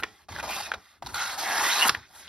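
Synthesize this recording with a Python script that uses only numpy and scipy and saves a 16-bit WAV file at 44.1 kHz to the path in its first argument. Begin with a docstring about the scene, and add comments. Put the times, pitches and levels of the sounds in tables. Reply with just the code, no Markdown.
"""Close by, a hand-held sheet of paper snaps over a wooden table, then slides softly and rasps on a knife blade.
The blade drags one long cut, a snap ends it, and after slides and rasps it drags a longer, louder cut.
That ends in rasps and snaps; the sheet slides on to a last snap. Handling rumbles and pushes lie beneath.
Friction is shaped noise, snaps are struck resonances, rumble is low noise and pushes are sagging tones.
A small room answers the paper, and two microphone ports hear it out of step."""
import sys
import numpy as np
from scipy import signal
from scipy.fft import rfft, irfft, next_fast_len
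from scipy.io import wavfile
from scipy.ndimage import uniform_filter1d, map_coordinates

SR = 44100
rng = np.random.default_rng(int(sys.argv[2]) if len(sys.argv) > 2 else 0)


def pcm_store(signal):
    """Save signal as 16-bit PCM."""
    levels = np.round(np.clip(np.atleast_2d(signal), -1, 1) * 32767)
    wavfile.write(sys.argv[1], SR, levels.astype(np.int16).T)


N = 100724

RISE_S = 0.00061  # linear onset of rubbing and rasps, s


def amp(db):
    """Level to amplitude: 20 dB is a factor of ten."""
    return 10 ** (np.asarray(db) / 20)


def unit(x):
    """Normalisation to an rms amplitude of 1."""
    return x / np.sqrt(np.mean(x ** 2) + 1e-20)


def along(points, hz):
    """Linear interpolation of (f/Hz, value) points on a logarithmic frequency axis."""
    f, v = np.transpose(points)
    return np.interp(np.log(hz + 1), np.log(f + 1), v)


def wobble(rate):
    """Slow random modulation: a smooth curve through rate random knots a second."""
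    knots = rng.standard_normal(int(N * rate / SR) + 4)
    return map_coordinates(knots, [np.arange(N) * rate / SR])


def filtered(x, response):
    """Linear filtering: the spectrum of x times a complex frequency response."""
    m = next_fast_len(x.shape[-1] + 8192)
    spectrum = rfft(x, m) * response(np.fft.rfftfreq(m, 1 / SR))
    return irfft(spectrum, m)[..., :x.shape[-1]]


def peak(f, hz, width_hz):
    """Response of one damped, causal resonance, with gain 1 at its pitch."""
    return 1j * f * width_hz / (hz * hz - f * f + 1j * f * width_hz)


def patchy(x, depth_db, size, wide, long):
    """Random time-frequency modulation: a gain field smoothed over wide bins by long frames."""
    z = signal.stft(x, nperseg=size)[2]
    field = uniform_filter1d(rng.standard_normal(z.shape), size=wide, axis=0)
    field = uniform_filter1d(field, size=long, axis=1)
    return signal.istft(z * amp(depth_db * unit(field)), nperseg=size)[1][:N]


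def thumps():
    """Handling as low-passed noise: hands on table and sheet, strongly correlated between the ports."""
    # handling level over time: t/s, level/dB
    handling = [(0.0, -48), (0.1, -59), (0.17, -71.5), (0.28, -66), (0.31, -49.5), (0.56, -52),
                (0.61, -56.5), (0.78, -57), (0.88, -79), (1.0, -70), (1.05, -49.5), (1.21, -55.5),
                (1.45, -62), (1.5, -58), (1.56, -71), (1.58, -53), (1.75, -94), (1.91, -51), (1.94, -53),
                (1.98, -55), (2.05, -65.5), (2.14, -69), (2.25, -65.5), (2.28, -58)]
    # spectral shape of the rumble: f/Hz, density/dB
    rumble = [(25, -38), (40, -10), (60, 0.5), (90, 1.5), (130, -8), (200, -6.5), (400, -7.5), (700, -41.5)]
    side_share, lumps_db, lumps_per_s = 0.35, 1, 26.2
    s, db = np.transpose(handling)
    mid, side = filtered(rng.standard_normal((2, N)), lambda f: amp(along(rumble, f)))
    pair = np.array([mid + side_share * side, mid - side_share * side])
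    pair = unit(pair * amp(lumps_db * wobble(lumps_per_s)))
    return amp(np.interp(np.arange(N) / SR, s, db)) * pair


def pushes():
    """Soft pushes of the hand on sheet and table: gliding sinusoids under a raised-cosine swell."""
    # one push a row: centre t/s, length/s, peak level/dB, f/Hz at the centre
    push_table = [(.33, 0.045, -44, 90), (.775, 0.042, -49, 70), (1.052, 0.026, -40.5, 110),
                  (1.075, .05, -50, 65), (1.5, 0.043, -50.5, 80), (1.86, 0.025, -36, 230),
                  (1.896, .025, -37.5, 184), (1.922, 0.023, -39.5, 110), (1.98, 0.038, -41.5, 92),
                  (2.015, 0.027, -48.5, 100)]
    sag = 0.36  # fall in pitch from start to end, as a share of the centre pitch
    t, out = np.arange(N) / SR, np.zeros(N)
    for s, length, db, hz in push_table:
        u = np.clip((t - s) / length, -.5, .5)  # place within the push; the swell is zero at both ends
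        turns = hz * length * (u - sag * u * u / 2) + rng.random()
        out += amp(db) * np.cos(np.pi * u) ** 2 * np.sin(2 * np.pi * turns)
    return out


def tail(t60s, seconds):
    """Diffuse reverberation: noise of energy 1 whose decay time depends on frequency."""
    hz, t, z = signal.stft(rng.standard_normal(int(SR * seconds)), SR, nperseg=128)
    decay = amp(-60 * t / along(t60s, hz)[:, None])
    h = signal.istft(z * decay, SR, nperseg=128)[1]
    return h / np.linalg.norm(h)


def room(paper):
    """Room response as convolution of the paper's sound with a delayed diffuse tail."""
    # reverberation time: f/Hz, t60/s
    decay_times = [(200, 0.41), (2000, 0.19), (10000, 0.24)]
    level_db, delay = -17, 300  # delay in samples
    return amp(level_db) * signal.fftconvolve(np.pad(paper, (delay, 0)), tail(decay_times, .4))[:N]


def sheet(f):
    """Radiation colour of the paper: a broad spectrum with the sheet's resonances and dips."""
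    # broad spectrum of rubbed paper: f/Hz, density/dB
    colour = [(150, -19.5), (350, -10.5), (550, -4.5), (800, 4), (1300, 0), (2000, -2), (2350, -2),
              (2700, -8), (3100, -6), (4000, -9), (5000, -9), (6500, -10), (7700, -11.5), (10000, -15),
              (12000, -18.5), (14500, -13.5), (15800, -45)]
    # resonances of the sheet: f/Hz, width/Hz, level/dB (negative = dip)
    rings = [(821, 150, 3), (1360, 88, 1), (1730, 270, 1), (2270, 160, 2.5), (2294, 90, -14),
             (3027, 117, -9), (3840, 180, 3.5), (4290, 43, 7.5)]
    ringing = sum(db * np.abs(peak(f, hz, width)) ** 2 for hz, width, db in rings)
    return amp(along(colour, f) + ringing)


def fibres():
    """Friction noise: random fibre tears over smooth rubbing, in four bands; the two bodies sum to rms 1."""
    tears_per_s, spread_db, smooth_share = 9000, 1, 0.45  # smooth_share of the power
    chatter_db, patchy_db, streaks_db = 0.5, 1.78, 2.5
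    low_hz, bite_hz, treble_hz = 1190, 3060, 6900  # band edges

    tears = (rng.random(N) < tears_per_s / SR) * rng.standard_normal(N)
    tears = tears * amp(spread_db * rng.standard_normal(N))
    smooth = rng.standard_normal(N)
    rub = np.sqrt(1 - smooth_share) * unit(tears) + np.sqrt(smooth_share) * smooth
    rub = patchy(rub, patchy_db, 256, 4, 8)
    rub = patchy(rub, streaks_db, 1024, 3, 12)
    rub = rub * amp(chatter_db * wobble(90))

    def split(f):
        lowpasses = [1 / (1 + (f / hz) ** 8) for hz in (low_hz, bite_hz, treble_hz)]
        # neighbouring low-passes differ by one band: low body, body, bite, treble
        return np.diff([0 * f] + lowpasses + [0 * f + 1], axis=0)

    bands = filtered(rub, lambda f: sheet(f) * split(f))
    return bands / (bands[0] + bands[1]).std()


def rubbing(strokes):
    """Continuous friction: steady fibre noise modulated by each stroke's level and colour."""
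    t, gains = np.arange(N) / SR, np.zeros((4, N))
    for rows in strokes:
        s, level, low, bite, treble = np.transpose(rows)
        on = np.clip(np.minimum(t - s[0], s[-1] - t) / RISE_S + 1, 0, 1)
        gains += on * amp([np.interp(t, s, level + over) for over in (low, 0 * s, bite, treble)])
    return (gains * fibres()).sum(axis=0)


def slides():
    """Sliding friction of the sheet between the strokes of the blade."""
    # one list a slide: t/s, body level/dB, then low body/dB, bite/dB, treble/dB over that level
    slide_table = [
        [(0, -38, 5, 1, 1), (.012, -49.5, -6, -9, 4), (.025, -56, 8, -15, 0)],
        [(.05, -58.5, 9, 9, -2), (.13, -57, -8, 0.5, -1), (.2, -58.5, -6.5, -1.5, 0.5), (.245, -61, -5, -2, -1),
         (.262, -78, 5, 4, -7), (.284, -74, -3, -8, 0)],
        [(.29, -48.5, 2.5, 4, -1), (.342, -47.5, 3.5, 4.5, 1), (.405, -46, 5.5, 4, 0), (.425, -56, 9, -2, 5)],
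        [(.71, -54, 6, 8, 6), (.77, -63, 11.5, 6.5, -3), (.83, -55.5, -11, -3.5, -3),
         (.91, -57.5, -12, 0.5, 0.5), (.97, -62, -3, -4, -3), (.995, -70, -8, -4, 0), (1.02, -84, -1, -3, -6)],
        [(1.03, -53, -9, -25, -3), (1.08, -54.5, 1, 9, 6), (1.14, -55, 10, 2, 10)],
        [(1.9, -41.5, 15, -1, -18), (1.93, -46.5, -4, 6, -11), (1.97, -53, 9, 5.5, -15),
         (2.03, -52.5, -20, -1.5, -13), (2.1, -64, 2, 2.5, 5.5), (2.15, -52.5, -5, 0, 8),
         (2.21, -53, -1.5, 7, 10), (2.278, -49.5, -13, 0.5, -7)],
    ]
    return rubbing(slide_table)


def snaps():
    """Impulsive release of the sheet: a blow and dying crackle excite resonances, with a bright crack."""
    # one snap a row: t/s, peak level of the body/dB, body f/Hz, crackle t60/s,
    # bite of the crack/dB before crack_db, thud/dB re body, thud f/Hz
    snap_table = [(0.0263, -27.5, 1390, 0.021, -21, 0.5, 780), (0.0341, -15.5, 1990, 0.033, -15, -10, 970),
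                  (.0362, -14, 1810, 0.029, -4, -17, 402), (.0395, -24, 1004, 0.033, -17, -7.5, 490),
                  (.7174, -14.5, 1430, 0.012, -18, -7.5, 990), (.7195, -25.5, 1800, 0.043, -12, -3, 900),
                  (0.7378, -23, 2020, 0.041, -14, -8, 586), (0.742, -27.5, 1320, 0.041, -26, -5, 586),
                  (1.0242, -25, 760, 0.042, -1.5, -14.5, 350), (1.8876, -14, 1490, 0.01, 5, -20, 614),
                  (1.8928, -13, 1310, 0.029, 15, -7, 790), (1.8947, -8.5, 1390, 0.021, 7.5, -19.5, 437),
                  (1.949, -17.5, 1740, 0.038, -14, -18, 990), (2.2805, -11.5, 1880, 0.055, 8, -3, 840)]
    body_width, thud_width = 0.34, 0.77  # resonance width as a share of pitch
    crack_db, blow = -8, 10.2  # blow: height of the impulse against the crackle
    out, t = np.zeros(N + SR), np.arange(SR // 8) / SR
    for s, db, hz, t60, bite_db, thud_db, thud_hz in snap_table:
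        decay = amp(-60 * t / t60) * np.clip(t / 0.0003, 0, 1)
        crackle = rng.standard_normal((2, len(t))) * decay
        pop = crackle[0] + blow * (np.arange(len(t)) == 8)
        body = filtered(pop, lambda f: peak(f, hz, body_width * hz) * peak(f, hz, 1.08 * hz))
        thud = filtered(pop, lambda f: peak(f, thud_hz, thud_width * thud_hz) ** 2)
        crack = filtered(crackle[1], lambda f: peak(f, 3840, 3500) ** 2)
        snap = body / np.abs(body).max()
        snap += amp(thud_db) * thud / np.abs(thud).max()
        snap += amp(bite_db + crack_db) * crack
        out[round(s * SR):][:len(t)] += amp(db) * snap
    return out[:N]


def rasps():
    """Catching of the blade: a brief burst of fibre noise reinforced by one resonance."""
    # one rasp a row: t/s, length before the decay/s, body level/dB, f/Hz, bite/dB and treble/dB over that level
    rasp_table = [(.2855, .008, -40, 720, -2, -12), (.318, .009, -45, 2050, -4, -8),
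                  (.323, .008, -44, 850, -2, -4), (.348, .008, -45, 1700, -2, -8),
                  (.3615, .004, -32, 1620, -10, -14), (.382, .009, -36, 1400, -4, -9),
                  (.394, .008, -33.5, 1500, -6, -12), (.399, .01, -37, 2650, -3, -10),
                  (.606, .006, -35, 840, -6, -3), (.7385, .008, -35, 1450, 0, -12),
                  (.75, .006, -44, 750, -6, -15), (1.0225, .008, -44, 800, 3, -5),
                  (1.047, .01, -55, 885, 8, 3), (1.061, .008, -38, 870, 3, -1),
                  (1.0698, .004, -36, 1000, 4, 0), (1.088, .019, -44.5, 1420, -0.5, -1),
                  (1.133, .008, -45.5, 1500, -5, 4), (1.85, .003, -22, 1300, -15, -8),
                  (1.8562, .0015, -20, 1250, -12, -8), (1.868, .004, -22, 1100, -12, -8),
                  (1.8932, .0035, -16.5, 1400, -5, -10), (1.9447, .003, -33, 1800, -4, -10),
                  (1.9484, .001, -20, 1750, -12, -18)]
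    fall_s, width, ring_db = 0.0017, 0.12, 4.5  # decay constant; width as a share of pitch; ring over noise
    out, t, bands = np.zeros(N), np.arange(SR // 10) / SR, fibres()
    for s, length, db, hz, bite_db, treble_db in rasp_table:
        start = round(s * SR)
        shape = np.clip(t / RISE_S, 0, 1) * np.exp(-np.clip(t - length, 0, None) / fall_s)
        low, body, bite, treble = bands[:, start:][:, :len(t)] * shape
        noise = low + body
        ring = unit(filtered(noise, lambda f: peak(f, hz, width * hz)))
        body = unit(unit(noise) + amp(ring_db) * ring) * shape.std()
        out[start:][:len(t)] += amp(db) * (body + amp(bite_db) * bite + amp(treble_db) * treble)
    return out


def climbing(x):
    """Moving resonance: a ring that mostly climbs as the blade travels along the edge."""
    # path of the ring: t/s, f/Hz, boost/dB (negative = dip)
    climb = [(.44, 2360, 0), (.5, 2520, 12.5), (.56, 2630, 8), (.6, 2700, 8), (1.15, 1480, 11.5),
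             (1.3, 1460, 7), (1.55, 1720, -0.5), (1.7, 2070, 9), (1.77, 2580, 6), (1.83, 2870, 22),
             (1.89, 2900, -5)]
    width_hz = 150
    hz, t, z = signal.stft(x, SR, nperseg=512)
    s, ring_hz, db = np.transpose(climb)
    offset_hz = hz[:, None] - np.interp(t, s, ring_hz)
    near = 1 / (1 + (2 * offset_hz / width_hz) ** 2)
    return signal.istft(z * amp(np.interp(t, s, db) * near), SR, nperseg=512)[1][:N]


def cuts():
    """Cutting friction: two long drags of the blade, heard through the moving resonance."""
    # one list a cut, ahead of the moving ring: t/s, body level/dB,
    # then low body/dB, bite/dB, treble/dB over that level
    cut_table = [
        [(.424, -53, 0, 0, 1), (.43, -37, 5, 1, 0.5), (.47, -39, 4, 1.5, -2.5), (.51, -33, 1, -1, 3.5),
         (.555, -36, -1, 2, 4.5), (.58, -38, 1.5, 2.5, 4.5), (.62, -42, -1, 7.5, 6), (.677, -41, -3.5, 3, 1.5),
         (.69, -50, 7, 8, -3), (.708, -50.5, 1, 3, 2)],
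        [(1.1435, -34.5, 5, 8, 8), (1.15, -39, 2, 7, 8.5), (1.22, -30, -9, 3.5, -4.5),
         (1.275, -36, -3.5, 3.5, 2.5), (1.3, -35, -5.5, 2.5, 0), (1.34, -36.5, -2.5, 4, 2),
         (1.374, -41.5, -0.5, -2, 1.5), (1.386, -34.5, 0.5, 7, 5.5), (1.47, -30, -2, -2, -0.5),
         (1.56, -27, -5.5, -0.5, -1), (1.64, -27, -0.5, 1.5, 2), (1.69, -21.5, -10, -3, -3),
         (1.76, -28.5, -3, 5, 2.5), (1.82, -22.5, -7.5, -4, 2), (1.855, -25.5, -0.5, -1, 2),
         (1.872, -26.5, -0.5, -1, 6), (1.886, -23.5, -3.5, 4, 11)],
    ]
    return climbing(rubbing(cut_table))


def ports(x):
    """Two-port reception: phase and level differences by frequency, plus an incoherent share."""
    # phase lead of the left port: f/Hz, lead/half turns (negative = lag)
    lead = [(100, .1), (350, .2), (800, .1), (1500, 0), (2600, -.2), (3900, -.05), (5200, -.3),
            (6100, -.55), (6900, -1), (8900, -1), (10300, -2), (12300, -2), (13700, -3), (16000, -3)]
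    # level of left over right: f/Hz, level/dB
    lean = [(100, -.5), (350, -3.5), (800, 2), (1300, 0), (4000, -1), (5600, -6), (6800, 0), (16000, 0)]
    # sound that differs between the ports: f/Hz, amplitude over that of the source
    apart = [(100, 0.022), (400, 0.13), (900, 0.42), (1400, 0.18), (2200, 0.042), (3000, 0.73),
             (4000, 0.76), (5500, 0.83), (7000, 0.21), (10300, 0.067), (16000, 0.097)]
    z = signal.stft(x, nperseg=128)[2]
    # random phases keep the spectrum over time but break the likeness of the ports
    scrambled = z * np.exp(2j * np.pi * rng.random((2, *z.shape)))
    unlike = signal.istft(scrambled, nperseg=128)[1][:, :N]
    sign = np.array([[1], [-1]])  # left, right

    def port_response(f):
        return amp(sign * along(lean, f) / 2) * np.exp(sign * .5j * np.pi * along(lead, f))

    return filtered(x, port_response) + filtered(unlike, lambda f: along(apart, f))


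def scene():
    """Superposition: paper and its room through the ports, over the handling."""
    paper = slides() + snaps() + rasps() + cuts()
    return ports(paper + room(paper)) + thumps() + pushes()


def record(dry):
    """Band limitation: the camera keeps nothing from 15.9 kHz up."""
    return filtered(dry, lambda hz: hz < 15900)


dry = scene()
out = record(dry)
pcm_store(out)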